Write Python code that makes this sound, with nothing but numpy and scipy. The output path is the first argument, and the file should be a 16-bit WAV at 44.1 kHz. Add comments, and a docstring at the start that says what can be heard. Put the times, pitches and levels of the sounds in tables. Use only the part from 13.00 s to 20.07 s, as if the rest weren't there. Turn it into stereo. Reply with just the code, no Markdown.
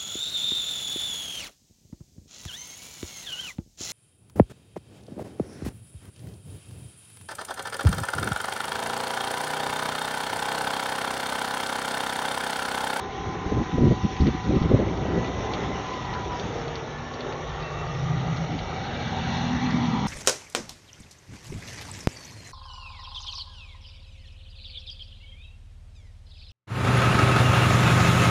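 """A six-cylinder SUV crosses a dune at high revs, its speed sagging and recovering in the soft sand.
At first the intake howls and gusts buffet the microphone, hardest in the first two seconds.
All along, the tyres throw hissing sand and ticking grit. Past the middle the belt squeals, the
muffler hums and the flank whooshes by. From about five seconds the exhaust booms; at the end the
spinning tread drones and the valves rasp as the nose comes round."""
import sys
import numpy as np
from scipy import signal
from scipy.fft import rfft, irfft, next_fast_len
from scipy.io import wavfile
from scipy.ndimage import uniform_filter1d, map_coordinates

SR = 44100
rng = np.random.default_rng(int(sys.argv[2]) if len(sys.argv) > 2 else 0)


def master_out(mix):
    """Clip the mix to full scale and print it as 16-bit PCM to the path in sys.argv[1]."""
    frames = np.transpose(np.atleast_2d(mix))
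    ceiling = np.clip(frames, -1, 1)
    pcm = np.round(ceiling * 32767).astype(np.int16)
    wavfile.write(sys.argv[1], SR, pcm)


N = 311787


def amp(db):
    """Decibels to gain."""
    return 10 ** (np.asarray(db) / 20)


def unit(x):
    """x at rms 1."""
    return x / np.sqrt(np.mean(x ** 2) + 1e-20)


def along(points, hz):
    """(Hz, value) points read on a log frequency axis."""
    freqs, values = np.transpose(points)
    return np.interp(np.log(hz + 1), np.log(freqs + 1), values)


def curves(rows):
    """One automation curve, a value per sample, for each column after the time."""
    times, *columns = np.transpose(rows)
    return [np.interp(np.arange(N) / SR, times, column) for column in columns]


def wobble(rate):
    """A smooth random curve, rate knots a second."""
    knots = rng.standard_normal(8192)
    coarse = np.arange(0, N, 32)
    return np.interp(np.arange(N), coarse, map_coordinates(knots, [coarse * rate / SR], mode="wrap"))


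def filtered(x, response):
    """x through a complex frequency response."""
    size = next_fast_len(N + SR // 2)
    return irfft(rfft(x, size) * response(np.fft.rfftfreq(size, 1 / SR)), size)[..., :N]


def lows(x, cutoff_hz, slope=8):
    """The part of x below the cutoff, with no phase shift."""
    return filtered(x, lambda hz: 1 / (1 + (hz / cutoff_hz) ** slope))


def band(hz, centre_hz, width_hz):
    """Response of one resonance."""
    return 1j * hz * width_hz / (centre_hz ** 2 - hz ** 2 + 1j * hz * width_hz)


def delayed(x, lag):
    """x heard lag seconds later; the lag may move."""
    return np.array([np.interp(np.arange(N) - lag * SR, np.arange(N), channel) for channel in x])


def steady(x, size):
    """x with its swells longer than size samples evened out."""
    power = uniform_filter1d(np.mean(x ** 2, axis=0), size)
    return x / np.sqrt(np.abs(power) + 1e-12)


def spread(pair, spectrum):
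    """Two unrelated signals become coloured, partly alike left and right channels of rms 1."""
    # likeness of left and right (frequency [Hz], correlation [0-1])
    likeness = [(60, .99), (130, .975), (220, .92), (350, .76), (550, .6), (800, .78), (1200, .78),
                (1900, .94), (4000, .95), (4500, .85), (5000, 1), (5600, .85), (7300, 1)]

    def response(hz):
        angle = np.arccos(np.clip(along(likeness, hz), -1, 1)) / 2
        return amp(along(spectrum, hz)) * [np.cos(angle), np.sin(angle)]

    mid, side = filtered(pair, response)
    return unit(np.array([mid + side, mid - side]))


def white():
    """Two unrelated white noises."""
    return rng.standard_normal((2, N))


def patchy_noise(depth_db):
    """Two noises of rms 1 with patches of random gain in time and frequency."""
    frames = signal.stft(white(), nperseg=512)[2]
    patches = uniform_filter1d(rng.standard_normal(frames.shape[1:]), size=5, axis=0)
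    patches = unit(uniform_filter1d(patches, size=14, axis=1))
    return unit(signal.istft(frames * amp(depth_db * patches), nperseg=512)[1][:, :N])


def whistle(hz, width_hz):
    """Narrow noise of rms 1 round a moving pitch."""
    flutter = wobble(width_hz) + 1j * wobble(width_hz)
    return unit(np.real(flutter * np.exp(2j * np.pi * np.cumsum(hz) / SR)))


def tones(cycles, orders, fade_db, rough):
    """Partials at multiples of a cycle rate; each fades slowly and flutters by its roughness."""
    out = np.zeros(N)
    for order, db in orders:
        flutter = (1 + rough * (wobble(40) + 1j * wobble(40))) / np.sqrt(1 + 2 * rough ** 2)
        gain = amp(db + fade_db * wobble(3.6))
        out += gain * np.real(flutter * np.exp(2j * np.pi * (order * cycles + rng.random())))
    return unit(out)


def engine_speed(flywheel_s=.11):
    """Four-stroke cycles a second; the flywheel rounds off every change."""
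    # revs sagging and recovering (time [s], cycle rate [Hz])
    revs = [(0, 42.75), (.58, 42.75), (.87, 41.0), (1.06, 42.3), (1.44, 41.4), (1.74, 43.8), (2.04, 41.6),
            (2.55, 44.2), (2.9, 42.3), (3.15, 41.6), (3.5, 39.9), (3.9, 37.2), (4.15, 38.1), (4.95, 38.95),
            (5.25, 41.2), (5.56, 40.05), (5.98, 42.5), (6.33, 41.85), (6.6, 42.75), (7.07, 41.5)]
    return uniform_filter1d(curves(revs)[0], size=int(flywheel_s * SR), mode="nearest")


def intake(cycles, waver_cycles=.00395):
    """The intake howls round the third and fourth firing harmonics, then breaks into a growl."""
    # howl faders (time [s], lower howl [dB], upper howl [dB])
    faders = [(0, -42.5, -42), (1.1, -44, -39.5), (1.42, -42, -44), (1.75, -44.5, -42), (2, -48, -46),
              (2.22, -48, -42), (2.65, -52, -48), (2.92, -49, -39.5), (3.38, -47, -40.5), (3.52, -54, -59),
              (5.3, -51, -62.5), (6.4, -44, -59), (7.07, -46, -44)]
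    # partials of each howl (order [x cycle rate], relative level [dB])
    lower_orders = [(18, 8.5), (19, 1.5), (20, -7)]
    upper_orders = [(24, 0), (25, -15)]
    lower_db, upper_db = curves(faders)
    growl = curves([(0, .25), (1.4, .25), (1.9, .35), (2.6, .6), (2.95, .45), (3.4, .55),
                    (4, 1.2), (7.07, 2)])[0]
    crank = cycles + waver_cycles * wobble(5)
    breakup = amp(1.4 * wobble(15))
    lower = amp(lower_db) * tones(crank, lower_orders, fade_db=-.5, rough=growl)
    upper = amp(upper_db) * breakup * tones(crank, upper_orders, fade_db=2.5, rough=growl)
    return lower + upper


def clatter(cycles, spectrum):
    """Each engine cycle repeats a run of tiny knocks, which changes within a few turns."""
    pair = np.zeros((2, N))
    for channel in pair:
        for knocks in rng.standard_normal((3, 400)):
            channel += wobble(5) * np.interp(cycles % 1, np.linspace(0, 1, len(knocks)), knocks)
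    return spread(steady(pair, size=2200), spectrum)


def engine_bay(cycles, throb=.44, airbox_hz=772, cruise_hz=42, rev_db_per_hz=.68):
    """The block clatters and the valves rasp; air pulsed by the six firings rings the airbox."""
    # faders as the nose comes round (time [s], block at cruising revs [dB], valve rasp [dB])
    faders = [(0, -42.5, -53), (1.85, -43, -50), (2.6, -41, -56.5), (3.7, -40.5, -56.5), (5.6, -41.5, -49),
              (6.3, -39, -38.5), (7.07, -39, -45.5)]
    # colour of the block and its air (frequency [Hz], relative level [dB])
    colour = [(150, -120), (450, -26.5), (660, -9.5), (790, 10), (910, 7), (1040, 1), (1180, 4),
              (1380, 3.5), (1580, -2.5), (1920, -0.5), (2150, -3), (2300, -4), (2600, -20.5), (6000, -70)]
    block_db, valves_db = curves(faders)
    rev_db = rev_db_per_hz * (engine_speed() - cruise_hz)
    firing = 1 + throb * np.cos(2 * np.pi * 6 * cycles)
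    air = spread(patchy_noise(depth_db=2) * firing, colour)
    air = unit(filtered(air, lambda hz: 1 + amp(-2) * band(hz, airbox_hz, width_hz=30)))
    knocks = clatter(cycles, colour)
    block = amp(-3) * (knocks - lows(knocks, 950)) + amp(2.5) * air
    return amp(block_db + rev_db) * block + amp(valves_db) * valve_rasp(cycles, firing)


def valve_rasp(cycles, firing, hiss_db=-7, swell_db=1.4, waver_s=.00025):
    """Valve clatter and pulsed air ring swelling resonances; moving air wavers their arrival."""
    # colour of the valve noise (frequency [Hz], relative level [dB])
    colour = [(900, -31), (1500, -2.5), (4500, 1.5), (12000, -10.5)]
    # resonances (centre [Hz], width [Hz], gain from the flank [dB], gain head-on [dB])
    resonances = [(1594, 150, -9.5, -15), (1945, 130, -7, -8), (2300, 130, -8.5, -6.5),
                  (2845, 570, -6.5, -20), (3334, 150, -9, -4), (3600, 230, -6.5, -10), (3756, 230, -7, -16),
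                  (4128, 200, -7.5, -5.5), (4520, 280, -14, -10)]
    # the nose turning this way (time [s], head-on share [0-1])
    nose_turn = [(6.5, 0), (6.9, 1)]
    drive = .5 * clatter(cycles, colour) + spread(white() * firing, colour)
    head_on = curves(nose_turn)[0]
    out = amp(hiss_db) * unit(drive)
    for centre, width, flank_db, nose_db in resonances:
        ring = unit(filtered(drive, lambda hz: band(hz, centre, width) ** 2))
        out += ring * amp(flank_db + head_on * (nose_db - flank_db) + swell_db * wobble(11))
    return delayed(out, waver_s * wobble(9))


def sand(spray_boost_db=9, clump_db=.44):
    """The tyres churn with a low roar and fling clumps of fine grains."""
    # wheels labouring in the sand (time [s], churn [dB], spray before its boost [dB])
    faders = [(0, -36, -56), (.45, -35, -54.5), (1.3, -49, -52.5), (1.95, -34, -55.5), (2.55, -34, -51),
              (3, -39.5, -51.5), (3.5, -36.5, -52.5), (4, -38, -55.5), (5, -38.5, -53.5), (5.7, -38, -54.5),
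              (6.3, -38, -51), (7.07, -37.5, -50.5)]
    # colours of the roar and the hiss (frequency [Hz], relative level [dB])
    churn_colour = [(40, -67), (120, -25.5), (280, -8), (380, 2), (470, -1), (540, -0.5), (720, -3),
                    (950, -10), (1500, -39.5), (3000, -120)]
    spray_colour = [(400, -77), (1500, -10), (2700, 4), (3700, 2.5), (4400, -6), (5000, 0), (5600, 2),
                    (6200, 1.5), (7000, -3.5), (8500, -18.5), (12000, -10)]
    churn_db, spray_db = curves(faders)
    churn = amp(churn_db + wobble(17)) * spread(patchy_noise(depth_db=1.5), churn_colour)
    grains = patchy_noise(depth_db=2) * amp(wobble(900))
    spray = amp(spray_db + spray_boost_db + clump_db * wobble(35)) * spread(grains, spray_colour)
    return churn + spray


def wind(lump_db=2, flutter_db=2.5, split_hz=360, overload_db=-5, breeze_db=-43, sway_db=2.8):
    """Eddies strike the microphone in ragged bursts that overload it, over a rumbling breeze."""
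    # colours of gusts and breeze (frequency [Hz], relative level [dB])
    gust_colour = [(15, -47), (28, -33.5), (45, -6.5), (65, 3), (170, 0.5), (280, -2), (440, -6.5),
                   (560, -12.5), (700, -15.5), (950, -60), (1500, -120)]
    breeze_colour = [(15, -42.5), (28, -20), (48, 0), (70, -3), (110, -3), (200, -21.5), (500, -120)]
    eddies = steady(spread(white(), gust_colour), size=600) * amp(lump_db * wobble(70))
    rumble = lows(eddies, split_hz)
    buffet_gain, flutter_gain = gust_strength()
    flutter = flutter_gain * amp(flutter_db * wobble(110)) * (eddies - rumble)
    pressure = buffet_gain * rumble + flutter + slaps()
    overloaded = amp(overload_db) * np.tanh(pressure / amp(overload_db))
    breeze = amp(breeze_db + sway_db * wobble(10)) * spread(white(), breeze_colour)
    return lows(overloaded, 750) + breeze


def gust_strength(attack_s=.008, build_db=3.6, t60=.072):
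    """Gains of low buffet and brighter flutter: each gust sets in, builds and collapses."""
    # wind between gusts (time [s], level [dB])
    bed = [(0, -41.5), (.35, -37), (1.4, -36), (1.8, -26), (2.9, -38), (3.5, -35), (4.6, -56.5), (5.1, -39),
           (5.9, -40.5), (7.07, -41)]
    # gusts (start [s], length [s], crest [dB], flutter relative to buffet [ratio])
    gusts = [(0.261, .035, -31.5, 0.8), (0.462, 0.0041, -23, 0.4), (0.519, 0.0073, -19, 0.6),
             (0.544, 0.07, -20, .7), (0.734, 0.025, -18.5, 0), (0.781, 0.006, -15.5, 0.7),
             (0.812, 0.018, -15.5, 0.7), (0.842, 0.04, -12, 0.6), (0.908, 0.014, -14, 0.8),
             (1.037, 0.017, -17.5, 0.3), (1.205, 0.032, -14.5, 0.1), (1.25, 0.04, -17.5, 0.4),
             (1.301, 0.0067, -21, 0), (1.345, 0.0065, -19.5, 0), (1.446, 0.033, -24.5, 0.4),
             (1.496, 0.072, -16, 0.6), (1.612, 0.0064, -21, 0.3), (1.641, 0.018, -17.5, 1.2),
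             (1.693, 0.024, -17, 1.3), (1.739, 0.008, -10, 0.9), (1.796, 0.025, -19.5, 2.1),
             (1.855, 0.0093, -22.5, 1.5), (2.108, .08, -25.5, 1.5), (2.556, .17, -30.5, 1.3),
             (3.442, 0.02, -30.5, 0.9), (5.492, .066, -29, 0.4)]
    t = np.arange(N) / SR
    power = np.tile(amp(curves(bed)[0]) ** 2, (2, 1))
    for start, length, db, bright in gusts:
        near = slice(max(int((start - .1) * SR), 0), int((start + .4) * SR))
        age = t[near] - start
        attack = np.clip(age / attack_s + 1, 0, 1)
        still_to_build = np.clip(1 - age / length, 0, 1)
        collapse_db = 60 * np.maximum(age - length, 0) / t60
        gust = attack * amp(db - build_db * still_to_build - collapse_db)
        power[:, near] += np.array([gust, bright * gust]) ** 2
    return np.sqrt(power)


def slaps(life_cycles=5.6):
    """The sharpest eddies slap the microphone: one strong pressure swing, gone in a few cycles."""
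    # slaps (time [s], starting level [dB], pitch [Hz])
    hits = [(.785, -13, 220), (0.829, -13, 127), (.92, -8.5, 169), (1.511, -11, 520), (1.617, -10.5, 110),
            (1.7408, -2, 152), (1.791, -16, 465), (2.054, -14, 610), (2.179, -15, 201)]
    t, out = np.arange(SR // 10) / SR, np.zeros(N)
    for start, db, hz in hits:
        decay = amp(db - 60 * t * hz / life_cycles)
        out[round(start * SR):][:len(t)] += decay * np.sin(2 * np.pi * hz * t)
    return out


def grit(level_db=-6, t60=.082, snap_s=.0095, width_hz=1800, fine_count=70, fine_db=-43, fine_hz=3600):
    """Coarse bits strike the body with dry, pitched ticks among a random crackle of small ones."""
    # the larger bits (time [s], relative level [dB], centre [Hz])
    coarse = [(1.2067, -33.5, 4200), (1.2695, -28.5, 1980), (1.3618, -35.5, 1940), (1.6242, -35.5, 4140),
              (2.2453, -33, 2850), (2.5361, -29, 3400), (2.935, -34, 3630), (3.1363, -31.5, 3350),
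              (3.3967, -29, 4040), (3.681, -34.5, 3800), (3.7559, -32, 4230), (4.14, -38, 4700),
              (4.2064, -34, 4310), (4.3251, -35.5, 4020), (4.6239, -35.5, 4370), (4.9494, -37, 2430),
              (5.3692, -34.5, 4500), (5.5902, -32.5, 3290), (6.7072, -28.5, 4340)]
    # colour common to all ticks (frequency [Hz], relative level [dB])
    colour = [(300, -73.5), (1200, -15), (1900, 3.5), (3700, -2), (4700, -1.5), (8000, -16), (12000, -29)]
    t, ticks = np.arange(SR // 10) / SR, np.zeros(N)
    freqs = np.fft.rfftfreq(len(t), 1 / SR)
    decay = amp(-60 * t / t60) + amp(-60 * t / snap_s)
    draws = zip(rng.random(fine_count), rng.standard_normal((fine_count, 2)))
    fine = [(when * N / SR, fine_db + 3 * size, fine_hz * np.exp(.3 * pitch))
            for when, (size, pitch) in draws]
    for start, db, hz in list(coarse) + fine:
        width = width_hz * np.exp(rng.standard_normal() / 2)
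        response = band(freqs, hz, width) * amp(along(colour, freqs))
        ring = unit(irfft(rfft(rng.standard_normal(len(t))) * response, len(t)))
        span = ticks[round(start * SR):][:len(t)]
        span += (amp(db) * decay * ring)[:len(span)]
    return amp(level_db) * ticks


def belt(cycles):
    """A belt-driven pulley whines and lets out brief, ragged squeals."""
    # whine fader (time [s], level [dB])
    fader = [(0, -59), (1.5, -44), (3.1, -41.5), (3.55, -55), (4.4, -64), (4.8, -43.5), (5.4, -55),
             (7.07, -45)]
    # pulley partials (order [x cycle rate], relative level [dB])
    orders = [(23.12, -3.5), (46.24, -10.5)]
    # squeals (start [s], end [s], first pitch [Hz], last pitch [Hz], level [dB])
    squeals = [(3.28, 3.55, 4770, 4560, -58.5), (3.86, 4.14, 1735, 1760, -48),
               (4.58, 4.99, 2690, 2695, -48.5)]
    out = amp(curves(fader)[0]) * tones(cycles, orders, fade_db=2, rough=.5)
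    for start, end, start_hz, end_hz, db in squeals:
        progress = np.clip((np.arange(N) / SR - start) / (end - start), 0, 1)
        swell = np.sqrt(np.abs(np.sin(np.pi * progress)))
        out += amp(db) * swell * whistle(start_hz + progress * (end_hz - start_hz), width_hz=20)
    return out


def muffler(cycles):
    """The muffler hums, mainly on the second firing harmonic, while the flank faces this way."""
    # hum fader (time [s], level [dB])
    fader = [(3.1, -62), (3.6, -46), (4.4, -45), (4.95, -39.5), (5.2, -52), (6.6, -52)]
    # hum partials (order [x cycle rate], relative level [dB])
    orders = [(8, -7), (12, 4)]
    return amp(curves(fader)[0]) * tones(cycles, orders, fade_db=5.5, rough=.26)


def whoosh(width_hz=150, upper_ratio=1.62, upper_db=-5):
    """Two hollow bands of rushing air glide upward together as the flank passes."""
    # the lower band (time [s], centre [Hz], level [dB])
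    glide = [(3.3, 1040, -70.5), (4.05, 1059, -46.5), (4.8, 1179, -45), (5.3, 1208, -47),
             (5.9, 1222, -68.5)]
    hz, db = curves(glide)
    return amp(db) * (whistle(hz, width_hz) + amp(upper_db) * whistle(upper_ratio * hz, width_hz))


def tread():
    """Tread blocks drone in arches of pitch as the wheels spin up."""
    # tread drone (time [s], pitch [Hz], level [dB])
    drone = [(3.7, 230.4, -79), (4, 238, -45.5), (4.25, 248, -43), (4.5, 238, -54), (5.7, 227.9, -52.5),
             (6, 238, -37.5), (6.3, 226, -40), (6.45, 240, -32.5), (6.65, 250.4, -28.5), (6.85, 236.6, -31),
             (7.07, 207, -38.5)]
    hz, db = curves(drone)
    return amp(db) * tones(np.cumsum(hz) / SR, [(1, 0)], fade_db=.5, rough=.24)


def exhaust(cycles, pipe_hz=131, rough=.48):
    """Tones roughened by uneven combustion and puffs of gas boom in two pipe resonances."""
    # faders, rising once the car is abreast (time [s], low resonance [dB], high resonance [dB])
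    faders = [(0, -49, -69), (3.7, -43.5, -61), (4.2, -43.5, -59), (4.7, -39, -58.5), (5.1, -26.5, -49),
              (5.33, -27.5, -34), (5.55, -41, -57), (6.1, -32, -38), (6.75, -31.5, -27.5),
              (7.07, -31.5, -29.5)]
    # partials in each resonance (order [x cycle rate], relative level [dB])
    low_orders = [(2, -10.5), (3, -15), (4, 0.5)]
    high_orders = [(5, 0.5), (6, -2), (7, -5)]
    # colour of the gas in each resonance (frequency [Hz], relative level [dB])
    low_colour = [(20, -54.5), (50, -24.5), (105, 0.5), (135, -1), (165, -7), (195, -21), (300, -39),
                  (600, -120)]
    high_colour = [(60, -75), (170, -19), (215, 3), (250, -6), (285, -9.5), (330, -20.5), (450, -55),
                   (900, -120)]
    low_db, high_db = curves(faders)
    puffs = 1 + .5 * np.cos(2 * np.pi * cycles)
    # the pipe's own steady note throbs against the fourth order
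    note = amp(-5) * tones(pipe_hz * np.arange(N) / SR, [(1, 0)], fade_db=1, rough=rough)
    low_tones = amp(-1.5) * tones(cycles, low_orders, fade_db=-2, rough=rough)
    low_gas = amp(-10) * spread(puffs * white(), low_colour)
    high_tones = amp(-4) * tones(cycles, high_orders, fade_db=2, rough=rough)
    high_gas = amp(-8) * spread(puffs * white(), high_colour)
    return amp(low_db) * (note + low_tones + low_gas) + amp(high_db) * (high_tones + high_gas)


def ground_bounce(x, absorb_hz=2300):
    """A duller copy off the sand combs the car's sound; the comb slides up as the lag shrinks."""
    # the bounce comes sooner as the car descends (time [s], lag [s], share [0-1])
    bounce = [(0, .0027, 0.23), (2, 0.002625, 0), (3.2, 0.00244, 0.06), (4.2, 0.00239, 0.02),
              (4.9, 0.0017, 0.06), (5.3, 0.0014, 0.23), (5.8, .00135, 0.29), (7.07, 0.00093, 0.38)]
    lag, share = curves(bounce)
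    return x + share * delayed(lows(x, absorb_hz, slope=4), lag)


def mid_dip(x, dip_hz=600, width_hz=150):
    """A narrow band near 600 Hz drops out during the early gusts, hollowing the sound."""
    depth = curves([(0, .62), (1, 1), (1.4, 1), (1.65, 0)])[0]
    return x - depth * filtered(x, lambda hz: 1 / (1 + (2 * (hz - dip_hz) / width_hz) ** 4))


def scene():
    """One crank angle drives the engine; open sand gives one bounce and no reverberation."""
    cycles = np.cumsum(engine_speed()) / SR
    engine = intake(cycles) + belt(cycles) + exhaust(cycles) + muffler(cycles) + engine_bay(cycles)
    car = engine + whoosh() + tread() + sand() + grit()
    return mid_dip(ground_bounce(car)) + wind()


def record(dry, top_hz=11950):
    """The band-limited microphone channels differ in level and phase, opposed in the high treble."""
    # stereo balance (frequency [Hz], left minus right [dB])
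    balance = [(350, 0), (560, 2.3), (780, 1), (1000, 4), (1170, 8), (1450, 3), (1900, .5), (2500, 0)]
    # stereo phase (frequency [Hz], left lead [rad])
    lead = [(350, 0), (780, .5), (980, .95), (1220, -.2), (2000, .1), (2700, .5), (4000, 0), (4550, .9),
            (4920, 2.8), (5080, 3.1), (5250, 1.9), (5550, 1.4), (6300, 1.8), (7100, 2.8), (8000, np.pi)]
    half = np.array([[.5], [-.5]])

    def response(hz):
        return amp(half * along(balance, hz)) * np.exp(1j * half * along(lead, hz)) * (hz < top_hz)

    return filtered(dry, response)


dry = scene()
out = record(dry)
master_out(out)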